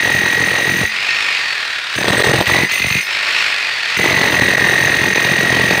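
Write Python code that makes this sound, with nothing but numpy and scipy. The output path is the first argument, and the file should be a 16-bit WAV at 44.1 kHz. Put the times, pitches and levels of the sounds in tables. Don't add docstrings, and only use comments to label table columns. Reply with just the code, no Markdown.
import sys
import numpy as np
from scipy import signal
from scipy.fft import rfft, irfft, next_fast_len
from scipy.io import wavfile
from scipy.ndimage import uniform_filter1d, map_coordinates

SR = 44100
rng = np.random.default_rng(int(sys.argv[2]) if len(sys.argv) > 2 else 0)


def master_out(mix):
    frames = np.transpose(np.atleast_2d(mix))
    ceiling = np.clip(frames, -1, 1)
    pcm = np.round(ceiling * 32767).astype(np.int16)
    wavfile.write(sys.argv[1], SR, pcm)


N = 255780
TIME = np.arange(N) / SR
LANDING_S = .04

CUT_COLUMNS = (
    "start_s", "end_s", "firmest_s", "sink_s",
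    "whine_db", "whine_loss_db",
    "steady_force", "rattle_db", "thud_db", "crush_db",
    "fresh_db", "sideways_db")
CUTS = [ (-1.0, 0.856, 0.34, 0.025, -15.5, 3.5, .6, -0.5, -27.5, -27.5, 0, -46),
        (1.94, 2.405, 2.27, .09, -14, 10, 0.46, -2, -21.5, -20.3, 2, -33.5),
        (2.458, 2.637, 2, .005, -13.5, 2, .9, 2, -24, -23.5, 3, -37),
        (2.696, 3.01, 3.4, .03, -21, 1, 1.4, 2, -44, -41.5, 4, -47),
        (3.952, 5.81, 4.7, .055, -13.7, 3.5, .35, 0.5, -24, -23, 4, -44), ]
def cutting(grip_s=.013, release_s=.025):
    rows = np.array(CUTS)
    current = np.maximum(np.searchsorted(rows[:, 0], TIME, side="right") - 1, 0)
    cut = dict(zip(CUT_COLUMNS, rows[current].T))
    cut["age_s"] = np.maximum(TIME - cut["start_s"], 0)
    letting_go = np.exp(-np.maximum(TIME - cut["end_s"], 0) / release_s)
    cut["grip"] = np.minimum(cut["age_s"] / grip_s, 1) * letting_go
    cut["sunk"] = np.minimum(cut["age_s"] / cut["sink_s"], 1)
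    edge_s = np.where(TIME < cut["firmest_s"], cut["start_s"], cut["end_s"])
    cut["eased"] = np.clip((TIME - cut["firmest_s"]) / (edge_s - cut["firmest_s"]), 0, 1) ** .82
    return cut


# pitch_hz, level_db
CRUSH_SPECTRUM = [(100, -22), (230, -6), (350, 0), (500, 0), (750, -2), (1400, -7), (2200, -11),
                  (4200, -12), (6000, -26), (9000, -34), (15000, -44)]
CHIP_SPECTRUM = [(2500, -17), (3700, 6.5), (4400, 3), (5500, -24)]
THUD_SPECTRUM = [(25, -59), (45, -42.5), (85, -2.5), (130, 1), (220, -2.5), (330, -6), (600, -24.5),
                 (1500, -39)]
def hammering(turn, cut, fresh_s=.17):
    thud = cut["sunk"] ** .25 * from_db(cut["thud_db"] + 1.8 * drift(14))
    fresh_db = cut["fresh_db"] * np.exp(-cut["age_s"] / fresh_s)
    crush = cut["sunk"] ** 2 * from_db(cut["crush_db"] + fresh_db)
    hits = (TIME <= cut["end_s"]) * blows(turn, delay_turns=.066, scatter_db=1.68)
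    grit = rng.standard_normal(N) * from_db(4.24 * drift(500))
    stone = burst(hits * crush, rise_s=.0026, fade_s=.058) * coloured(grit, CRUSH_SPECTRUM)
    floor = burst(hits * thud, rise_s=.0011, fade_s=.056) * noise(THUD_SPECTRUM)
    chips = burst(hits * crush, rise_s=.002, fade_s=.042) * coloured(grit[::-1], CHIP_SPECTRUM)
    return from_db(10.5) * stone + from_db(-1.5) * chips + from_db(7.5) * floor


# pitch_hz, level_db
CRACK_SPECTRUM = [(500, -31), (1500, 4), (2700, 12.5), (4300, -4.5), (5500, -8.5), (7500, -5), (9500, -25),
                  (10800, -64), (15500, -8)]
# pitch_hz, level_db, fade_s
CHISEL_NOTES = [(3803, 0.5, 0.014), (3863, 6, 0.039), (5240, -24, .04), (6135, 7.5, 0.045),
                (6270, 13.5, 0.011), (8864, 5, 0.025), (8970, 6.5, 0.13), (9120, 4.5, 0.032),
                (12030, 4, 0.052), (12100, 3, 0.16), (15330, 1, .06), (15450, -2, 0.12)]
def chisel(turn, cut, steel_db=-46):
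    landing_db = 7 * np.exp(-cut["age_s"] / LANDING_S)
    steel = from_db(steel_db + landing_db)
    slant = from_db(cut["sideways_db"] + landing_db - 4.5 * cut["eased"])
    hits = cut["grip"] ** .8 * blows(turn, delay_turns=.06, scatter_db=1.2)
    crack = from_db(21) * steel * burst(hits, rise_s=.004, fade_s=.075) * noise(CRACK_SPECTRUM)
    grinding = burst(hits, rise_s=.0016, fade_s=.075) * rng.standard_normal(N)
    grinding += from_db(-38) * rng.standard_normal(N)
    notes = sum(from_db(db - 3.5) * rms_one(ring(grinding, hz, fade)) for hz, db, fade in CHISEL_NOTES)
    sideways = slant * rms_one(ring(grinding, pitch_hz=8172, fade_s=.06))
    bent = map_coordinates(steel * notes, [np.arange(N) + 1.3 * drift(55)], order=3, mode="nearest")
    return crack + bent + sideways


# time_s, turns_per_s
CRANK_SPEED = [(0, 43.47), (.6, 43.52), (.85, 43.7), (1.05, 49.2), (1.2, 51.6), (1.45, 43.65), (1.7, 37.86),
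               (1.88, 34.63), (2.05, 42.22), (2.2, 43.16), (2.4, 43.71), (2.6, 45.26), (3.0, 48.6),
               (3.2, 50.53), (3.42, 52.02), (3.6, 47.33), (3.82, 41.6), (3.98, 46.4), (4.15, 44.9),
               (4.4, 43.8), (4.6, 43.47), (5.1, 43.17), (5.5, 43.58), (5.8, 43.55)]
def crank(start_turn=-.203):
    times_s, turns_per_s = np.transpose(CRANK_SPEED)
    speed = np.interp(TIME, times_s, turns_per_s)
    return speed, np.cumsum(speed) / SR + start_turn


TEETH = 44
def gear_whine(turn, speed, load, cut, peak_hz=1910, width_hz=310):
    pushed = np.sqrt(cut["sunk"]) * from_db(cut["whine_db"] - cut["whine_loss_db"] * cut["eased"])
    free = from_db(-21.5) / (1 + ((TEETH * speed - peak_hz) / width_hz) ** 2)
    level = cut["grip"] * pushed + (1 - cut["grip"]) * free
    squeeze = 3.9 * once_a_turn(turn, centre=-.11, width=.047) * np.exp(.4j * drift(45) + .3j)
    throw = 4.6 * once_a_turn(turn, centre=.05, width=.048) * np.exp(.3j * drift(45) - .3j)
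    recoil = 1.6 * once_a_turn(turn, centre=.33, width=.11) * np.exp(2.5j + .6j * drift(30))
    pulses = load * (squeeze + throw + recoil) * from_db(1.2 * drift(90))
    settled = np.clip((cut["age_s"] - .8) / .25, 0, 1)
    force = cut["steady_force"] + .6 * settled + pulses
    force /= np.sqrt(uniform_filter1d(np.abs(force) ** 2, size=4056))
    slack = (1 - load) ** 2 + .18 * (1 - once_a_turn(turn, centre=-.02, width=.25))
    wander = .4 * slack * drift(260) + .015 * drift(9)
    braking = .07 * load * np.sin(2 * np.pi * turn)
    wave = np.exp(2j * np.pi * (TEETH * turn + wander - braking))
    tone = force * (wave + from_db(-17) * wave ** 2 + from_db(-27) * wave ** 3)
    return level * from_db(4 - 11 * (1 - load) ** 2) * tone.real


# pitch_hz, level_db, fade_s
GEARBOX_NOTES = [(1840, -5, .018), (2110, -5, .016), (2460, 0, .024), (2610, 0, .022), (2780, -3, .018),
                 (3800, -9, .012), (4400, -8, .012)]
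def gear_rattle(turn, load, level_db):
    tooth = np.floor(TEETH * turn).astype(int)
    contact = np.diff(tooth, prepend=tooth[0]) != 0
    wear = rng.choice([-1, 1], size=TEETH)[tooth % TEETH]
    taps = contact * (.4 * load * wear + rng.standard_normal(N) * from_db(2 * drift(400)))
    taps *= (1 + 3.5 * load * once_a_turn(turn, centre=0, width=.18)) / (1 + .32 * load)
    box = sum((-1) ** k * from_db(db) * ring(taps, hz, fade)
              for k, (hz, db, fade) in enumerate(GEARBOX_NOTES))
    wheel = from_db(-28) * (1 - load) * rms_one(ring(taps, pitch_hz=1843, fade_s=.045))
    return from_db(level_db + 1.5 - .92 * load) * rms_one(box) + wheel


# start_s, level_db
BRICK_KNOCKS = [(0.812, -8), (0.832, -3), (2.719, -22), (2.801, -11), (2.825, -18), (2.844, -4.5),
                (2.867, -10), (2.909, -8.5), (2.938, -27), (2.952, -6.5), (2.973, -18)]
# pitch_hz, level_db, fade_s
GROUND_NOTES = [(72.6, -7.5, 0.044), (122, -2, 0.026), (236, -4.5, 0.021), (426, -5, 0.0095),
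                (725, -10, 0.011)]
def brick_knocks():
    start_s, level_db = np.transpose(BRICK_KNOCKS)
    scatter_db = 2 * rng.standard_normal((len(start_s), len(GROUND_NOTES)))
    sound = np.zeros(N)
    for k, (hz, db, fade) in enumerate(GROUND_NOTES):
        clicks = np.zeros(N)
        clicks[(start_s * SR).astype(int)] = from_db(level_db + db + scatter_db[:, k])
        sound += (-1) ** k * ring(clicks, hz, fade)
    return sound


# middle_s, half_length_s, crumbs_db, rattle_db, hiss_db
RAKES = [(1.11, 0.052, -30, 6.5, -2), (1.356, 0.22, -35, 1, 0.5), (3.165, 0.013, -51, 2.5, 1),
         (3.386, 0.089, -30, 2.5, 2.5), (3.92, .06, -34, 1, 1)]
# pitch_hz, level_db
RUBBLE_SPECTRUM = [(200, -31), (600, -22), (1400, -4), (3000, 22), (4500, 10), (7000, 12), (10000, -44.5),
                   (15000, -24)]
def rubble(crumbs_per_s):
    level = sum(from_db(db) * swell(middle_s, half_s) for middle_s, half_s, db, _, _ in RAKES)
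    clicks = (rng.random(N) < crumbs_per_s / SR) * rng.standard_normal(N)
    sizes = from_db(4 * np.minimum(rng.exponential(1, N), 3))
    return level * coloured(clicks * sizes, RUBBLE_SPECTRUM)


def rattle_and_air_levels(speed, cut, working_turns_per_s=44):
    octaves = np.log2(speed / working_turns_per_s)
    lull_db = -6.5 * swell(cut["end_s"] + .037, half_s=.033)
    jolt_db = 6 * np.exp(-cut["age_s"] / LANDING_S)
    box_db = -26 + 17 * octaves + lull_db + cut["grip"] * cut["rattle_db"]
    air_db = -23.5 + 7 * octaves + lull_db + jolt_db
    for middle_s, half_s, _, rattle_db, hiss_db in RAKES:
        box_db += rattle_db * swell(middle_s, half_s)
        air_db += hiss_db * swell(middle_s, half_s)
    return box_db, air_db


# pitch_hz, level_db
AIR_SPECTRUM = [(30, -62), (65, -42), (105, -31.5), (170, -29.5), (260, -21.5), (500, -13.5), (950, -8.5),
                (1400, -3), (2400, 1), (3100, -4), (4400, -5.5), (6000, -17.5), (9000, -24.5),
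                (11000, -36.5), (15500, -35)]
def cooling_air(turn, load, level_db):
    rush = noise(AIR_SPECTRUM) * from_db(level_db + drift(250) + 4 - 11.05 * load)
    return rush * (1 + 2.33 * load * once_a_turn(turn, centre=0, width=.18))


def motor(turn, speed, grip, fan_waves_per_turn=105.2, mains_hz=100):
    fan_db = -35 + 5 * np.exp(-((fan_waves_per_turn * speed - 4300) / 600) ** 2)
    fan_level = (1 - grip) * from_db(fan_db + 2 * drift(50) + 1.5 * drift(9))
    fan = fan_level * np.sin(2 * np.pi * (fan_waves_per_turn * turn + .1 * drift(90)))
    hum = from_db(-62) * np.sin(2 * np.pi * mains_hz * TIME) + from_db(-56) * np.sin(6 * np.pi * turn)
    return fan + from_db(3 * drift(14)) * hum


def low_ring(start_s, pitch_hz, level_db, fade_s):
    click = np.zeros(N)
    click[int(start_s * SR)] = 1
    return from_db(level_db) * ring(click, pitch_hz, fade_s)


def room(sound, fade_s, echo_db):
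    t = TIME[:SR // 2]
    tail = rng.standard_normal(len(t)) * from_db(-60 * t / fade_s) * (t > .003)
    tail = signal.lfilter([1], [1, -.4], tail)
    tail /= np.sqrt(np.sum(tail ** 2))
    return sound + from_db(echo_db) * signal.fftconvolve(sound, tail)[:N]


def blows(turn, delay_turns, scatter_db):
    timing, strength = rng.standard_normal((int(turn[-1]), 2)).T
    at = np.searchsorted(turn, np.arange(len(timing)) + delay_turns + .028 * timing)
    clicks = np.zeros(N)
    clicks[np.clip(at, 0, N - 1)] = from_db(scatter_db * np.clip(strength, -2, 1.5))
    return clicks


def burst(clicks, rise_s, fade_s):
    fall, soften = from_db(-60 / (fade_s * SR)), np.exp(-1 / (rise_s * SR))
    dying = signal.lfilter([1], [1, -fall], clicks + 1e-18)
    return signal.lfilter([1 - soften], [1, -soften], dying)


def ring(clicks, pitch_hz, fade_s):
    fall, step = from_db(-60 / (fade_s * SR)), 2 * np.pi * pitch_hz / SR
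    return signal.lfilter([0, np.sin(step)], [1, -2 * fall * np.cos(step), fall * fall], clicks + 1e-18)


def once_a_turn(turn, centre, width):
    return np.exp(-(((turn - centre + .5) % 1 - .5) / width) ** 2)


def swell(middle_s, half_s):
    return np.exp(-((TIME - middle_s) / half_s) ** 2)


def drift(per_s):
    values = rng.standard_normal(N // 8)
    return rms_one(map_coordinates(values, [TIME * per_s], order=2, mode="wrap"))


def noise(spectrum):
    return coloured(rng.standard_normal(N), spectrum)


def coloured(sound, spectrum):
    hz, db = np.transpose(spectrum)
    size = next_fast_len(N + 4096)
    bins_hz = np.maximum(np.arange(size // 2 + 1) * SR / size, 1)
    gain = from_db(np.interp(np.log(bins_hz), np.log(hz), db)) * np.minimum(bins_hz / hz[0], 1) ** 2
    return rms_one(irfft(rfft(sound, size) * gain, size)[:N])


def rms_one(sound):
    return sound / np.sqrt(np.mean(sound ** 2) + 1e-20)


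def from_db(db):
    return 10 ** (np.asarray(db) / 20)


def scene():
    speed, turn = crank()
    cut = cutting()
    load = .26 + .6 * cut["grip"]
    box_db, air_db = rattle_and_air_levels(speed, cut)
    whine = gear_whine(turn, speed, load, cut)
    flutter = 1 + .077 * (1 - load) * np.cos(4 * np.pi * turn)
    clatter = flutter * (gear_rattle(turn, load, box_db) + cooling_air(turn, load, air_db))
    machine = whine + clatter + motor(turn, speed, cut["grip"])
    work = hammering(turn, cut) + chisel(turn, cut) + brick_knocks() + rubble(crumbs_per_s=1200)
    work += low_ring(start_s=.84, pitch_hz=215, level_db=-32, fade_s=.6)
    return room(machine + work, fade_s=.15, echo_db=-13)[None]


# middle_s, half_length_s, depth_db
LEVEL_DIPS = [(2.039, 0.0023, -18), (2.065, 0.0043, -8.5), (2.113, 0.0024, -12), (2.23, 0.0043, -15),
              (2.325, .0045, -9.5), (4.403, 0.0035, -9), (4.563, 0.0052, -13), (5.143, 0.0031, -14)]
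def record(dry, lowest_hz=56, highest_hz=15600, ceiling=1.05):
    thin = signal.sosfilt(signal.butter(3, lowest_hz, "high", fs=SR, output="sos"), dry)
    dip_db = sum(db * np.exp(-((TIME - middle_s) / half_s) ** 4) for middle_s, half_s, db in LEVEL_DIPS)
    rounded = ceiling * np.tanh(thin * from_db(dip_db) / ceiling)
    return signal.sosfilt(signal.ellip(12, .2, 80, highest_hz, fs=SR, output="sos"), rounded)


dry = scene()
out = record(dry)
master_out(out)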